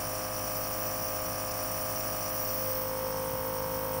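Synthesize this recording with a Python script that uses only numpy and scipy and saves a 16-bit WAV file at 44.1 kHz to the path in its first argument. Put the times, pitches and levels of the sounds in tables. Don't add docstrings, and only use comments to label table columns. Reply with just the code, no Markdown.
import sys
import numpy as np
from scipy import signal
from scipy.fft import rfft, irfft
from scipy.io import wavfile

SR = 44100
rng = np.random.default_rng(int(sys.argv[2]) if len(sys.argv) > 2 else 0)


def generate_wav(signal):
    frames = np.transpose(np.atleast_2d(signal))
    scaled = np.clip(frames, -1, 1) * 32767
    pcm = np.round(scaled).astype(np.int16)
    wavfile.write(sys.argv[1], SR, pcm)


N = 176400
TIME, FREQS = np.arange(N) / SR, np.arange(N // 2 + 1) * SR / N

# multiple of the stroke rate, dB added to the base.
HUM_NEAR_TONES = [(1, -8.5), (2, -2.5), (3, -16), (4, -23.5), (5, -7.5), (6, -8.5), (7, -24), (8, -12.5),
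                  (9, -15), (10, 0.5), (11, -10.5), (12, 1), (13, -8), (14, -4.5), (15, -22), (16, -7),
                  (17, -13), (18, -17), (19, -8.5), (20, -7), (21, -20), (22, -3.5), (23, -12), (24, -5),
                  (25, -17), (26, -32.5), (27, -14), (28, -22.5), (29, -16), (30, -16.5), (31, -14),
                  (32, -20.5)]
HUM_FAR_TONES = [(1, -14), (2, -11), (3, -12.5), (4, -20.5), (5, -12.5), (6, -17.5), (7, -26), (8, -23),
                 (9, -8.5), (10, 0.5), (11, -21), (12, -16.5), (13, -23), (14, -17.5), (15, -20.5),
                 (16, -14.5), (17, -11.5), (18, -8.5), (19, -15), (20, -12.5), (21, -13.5), (22, -14.5),
                 (23, -30), (24, -19), (25, -16), (26, -41), (27, -26), (28, -19), (29, -32), (30, -20),
                 (31, -22), (32, -32.5)]
NEAR_BASE_DB, FAR_BASE_DB = -44.5, -37.5
TONE_FLUTTER, HUM_FLUTTER = .08, .028
# time in seconds, strokes per second, then the level in dB of each of the three.
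SPEED_AND_STANDING_TONES = [(0, 52.13, -44.5, -45, -48), (.4, 52.16, -43.5, -44, -48.5),
                            (2.25, 52.13, -43.5, -44.3, -48), (2.45, 52.15, -41.5, -43.5, -52),
                            (2.7, 52.15, -37.3, -46.5, -61), (3.05, 52.15, -36.8, -54, -53),
                            (3.55, 52.13, -37.6, -51, -56), (4, 52.15, -36.3, -50, -53)]
STANDING_MULTIPLES = (10, 12, 14)
# pitch in Hz, spread of phase in radians.
ECHO_SMEAR = [(50, 1.5), (250, 2.2), (700, 2.0), (850, .95), (1300, .95), (1700, 1.6)]


def piston_hum(crank, away, stroke_hz, standing_db):
    standing = dict(zip(STANDING_MULTIPLES, standing_db))
    out = 0
    for (k, near_db), (_, far_db) in zip(HUM_NEAR_TONES, HUM_FAR_TONES):
        smear, turn = rng.standard_normal(2)
        usual_db = (1 - away) * (NEAR_BASE_DB + near_db) + away * (FAR_BASE_DB + far_db)
        echo_phase = at_hz(ECHO_SMEAR, k * stroke_hz) * (smear + .5 * turn * away)
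        angle = k * crank + echo_phase + TONE_FLUTTER * drift(13)
        out -= tone(standing.get(k, usual_db), angle) * (1 + TONE_FLUTTER * drift(16))
    return out * (1 + HUM_FLUTTER * drift(41))


# pitch in Hz, typical level of one tone in dB.
BUZZ_LEVELS = [(1700, -63), (2050, -69.5), (2550, -71.5), (2800, -76), (3100, -69), (3500, -79.5),
               (4000, -84)]
WHINE_MULTIPLE, WHINE_NEAR_DB, WHINE_FAR_DB = 57, -64, -80


def valve_buzz(crank, away, stroke_hz, count=44, uneven_db=3.6, flutter=.25):
    out = tone((1 - away) * WHINE_NEAR_DB + away * WHINE_FAR_DB, WHINE_MULTIPLE * crank)
    for k in len(HUM_NEAR_TONES) + 1 + np.arange(count):
        near, far, smear = rng.standard_normal(3)
        level_db = at_hz(BUZZ_LEVELS, k * stroke_hz) + uneven_db * ((1 - away) * near + away * far)
        out += tone(level_db, k * crank + np.pi * smear + flutter * drift(11))
    return out


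# pitch in Hz, near and far level in dB per Hz.
JET_COLOUR = [(1500, -100, -102), (2580, -89.5, -93), (3960, -96.5, -97.5), (4830, -84, -90.5),
              (6440, -88.5, -91.5), (8500, -90, -92.5), (9470, -85, -88.5), (11200, -87, -91.5),
              (13700, -87.5, -92.5), (16000, -88, -92)]
# pitch and half width in Hz, then near, far and extra halfway dB lift.
CUP_RESONANCES = [(2580, 60, 11, -3, -2), (4370, 100, 6, 6.5, 2.5), (5437, 317, 9, 10.5, 0.5),
                  (5822, 187, 11, 5, -1.5), (6320, 99, 2, 3.5, 4.5), (7140, 280, 5, -1.5, -6.5),
                  (8844, 150, 11, 13.5, 1.5), (9690, 270, 6.5, 0.5, -4), (10430, 200, 5, 5.5, 0),
                  (11870, 280, 3.5, 1.5, 0), (12800, 190, -3, 5.5, 11), (13230, 130, 7.5, 5, 0)]
# low and high edge of a band in Hz, its flicker in dB.
SPUTTER_BANDS = [(980, 4200, 0.7), (4220, 6800, 1.45), (6844, 9200, 1.5), (9330, 10850, 2),
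                 (10970, 17000, 0.7)]
SPUTTER_HZ = 52
# time in seconds, boost in dB.
JET_SWELL = [(0, 1), (.6, 0.6), (1.2, 0), (2.0, 0.76), (2.55, 0.5), (2.9, 1), (3.25, 1.5), (3.5, 0.5),
             (4, 1)]


def air_jet(away):
    near_db, far_db = at_hz(JET_COLOUR, FREQS), at_hz(JET_COLOUR, FREQS, column=2)
    halfway_db = 0
    for hz, width, near_lift, far_lift, extra_lift in CUP_RESONANCES:
        bell = np.exp(-.5 * ((FREQS - hz) / width) ** 2)
        near_db += near_lift * bell
        far_db += far_lift * bell
        halfway_db += extra_lift * bell
    near, halfway, far = noise(near_db), noise((near_db + far_db) / 2 + halfway_db), noise(far_db)
    first_half = blend(near, halfway, 2 * away)
    spectrum = rfft(blend(first_half, far, 2 * away - 1))
    together, out = drift(SPUTTER_HZ), 0
    for low, high, flicker_db in SPUTTER_BANDS:
        band = irfft(spectrum * (FREQS >= low) * (FREQS < high), N)
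        out += band * from_db(flicker_db * (.25 * together + .98 * drift(SPUTTER_HZ)))
    return out * from_db(in_time(JET_SWELL))


# pitch in Hz, near and far base level in dB per Hz.
NOZZLE_COLOUR = [(13000, -110, -110), (14000, -88, -87), (14430, -75, -73), (14950, -68, -71),
                 (14900, -71.5, -69), (15460, -67, -78), (15650, -66, -73), (15900, -68, -78)]
# time in seconds, change of level in dB.
NOZZLE_SWELL = [(0, -4), (.35, -3.5), (.55, 0), (1.1, 0), (1.4, -2.5), (1.8, .5), (2.25, -0.5), (2.42, 3),
                (2.6, 2.5), (2.74, 5), (2.95, -.5), (3.5, 1), (4, 1)]


def nozzle(away, flicker_db=.8):
    change_db = in_time(NOZZLE_SWELL) + flicker_db * drift(SPUTTER_HZ)
    return near_far_noise(NOZZLE_COLOUR, away) * from_db(change_db)


# pitch in Hz, near and far level in dB per Hz.
AIR_COLOUR = [(20, -76, -85), (45, -84, -81), (80, -76, -78), (170, -76, -78.5), (260, -78.5, -78),
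              (370, -81, -84), (470, -81, -78), (560, -73, -77), (700, -77.5, -83), (900, -83, -80),
              (1100, -81, -80), (1300, -81.5, -85), (2000, -83.5, -86), (2700, -86.5, -90),
              (3700, -96, -99), (6000, -110, -112)]
# pitch in Hz, level in dB.
ROOM_TONES = [(172.3, -56), (226.1, -61.5)]


def motor_air(crank, away, throb=.3, waver=.42):
    out = near_far_noise(AIR_COLOUR, away) * (1 + throb * np.cos(crank))
    for hz, db in ROOM_TONES:
        strength = 1 + waver * drift(8.5)
        out += strength * tone(db, 2 * np.pi * hz * TIME + waver * drift(3))
    return out


# start in seconds, fade time in seconds, level in dB.
GRIP_SHIFTS = [(1.24, .1, -48), (1.92, .07, -47), (3.28, 0.28, -44), (3.6, .4, -50), (3.93, .08, -42)]
# pitch in Hz, relative level in dB.
RUMBLE_COLOUR = [(25, -25), (55, -6), (85, 4), (170, -6), (300, -24), (700, -58)]


def hand_rumble(rise_s=.025):
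    rumble = noise(at_hz(RUMBLE_COLOUR, FREQS))
    swell = 0
    for start, fade_s, db in GRIP_SHIFTS:
        swell += from_db(db) * np.interp(TIME, [start, start + rise_s, start + rise_s + fade_s], [0, 1, 0])
    return swell * rumble / rumble.std()


# pitch in Hz, level in dB per Hz.
STEREO_NOISE_COLOUR = [(25, -104), (120, -98), (300, -88.5), (550, -100), (800, -125), (1500, -150)]


def faint_stereo_noise():
    return noise(at_hz(STEREO_NOISE_COLOUR, FREQS))


def from_db(db):
    return 10 ** (np.asarray(db) / 20)


def tone(db, angle):
    return np.sqrt(2) * from_db(db) * np.cos(angle)


def in_time(rows, column=1):
    rows = np.array(rows)
    return np.interp(TIME, rows[:, 0], rows[:, column])


def at_hz(rows, hz, column=1):
    rows = np.array(rows)
    return np.interp(np.log(hz + 1e-9), np.log(rows[:, 0]), rows[:, column])


def drift(rate):
    pole = np.exp(-80 * np.pi * rate / SR)
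    slow = signal.lfilter([1], [1, -2 * pole, pole * pole], rng.standard_normal(N // 40 + 2002))[2000:]
    return np.interp(np.arange(N) / 40, np.arange(len(slow)), slow / slow.std())


def noise(density_db):
    return irfft(rfft(rng.standard_normal(N)) * from_db(density_db) * np.sqrt(SR / 2), N)


def blend(near, far, away):
    share = np.clip(away, 0, 1)
    return np.sqrt(1 - share) * near + np.sqrt(share) * far


def near_far_noise(rows, away):
    return blend(noise(at_hz(rows, FREQS)), noise(at_hz(rows, FREQS, column=2)), away)


# time in seconds, how far away (0 is near, about 1 is far).
MICROPHONE_PATH = [(0, 0.07), (2.3, 0.03), (2.6, 0.24), (2.85, 0.7), (3.1, 0.9), (4, 1.04)]
SPEED_WANDER = .0003
STUMBLE_START_S, STUMBLE_LENGTH_S, STUMBLE_STROKES = 3.845, .018, .025


def scene():
    away = in_time(MICROPHONE_PATH)
    stroke_hz, *standing_db = [in_time(SPEED_AND_STANDING_TONES, column) for column in (1, 2, 3, 4)]
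    strokes = np.cumsum(stroke_hz * (1 + SPEED_WANDER * drift(3.85))) / SR
    skip = STUMBLE_STROKES * np.clip((TIME - STUMBLE_START_S) / STUMBLE_LENGTH_S, 0, 1)
    crank = 2 * np.pi * (strokes + skip)
    hum = piston_hum(crank, away, stroke_hz.mean(), standing_db)
    pump = hum + valve_buzz(crank, away, stroke_hz.mean()) + motor_air(crank, away)
    centre = pump + air_jet(away) + nozzle(away) + hand_rumble()
    side = faint_stereo_noise()
    return np.array([centre + side, centre - side])


def record(dry):
    cutoff_hz, slope_width_hz = 15750, 120
    return irfft(rfft(dry) * np.clip((cutoff_hz - FREQS) / slope_width_hz + .5, 0, 1), N)


dry = scene()
out = record(dry)
generate_wav(out)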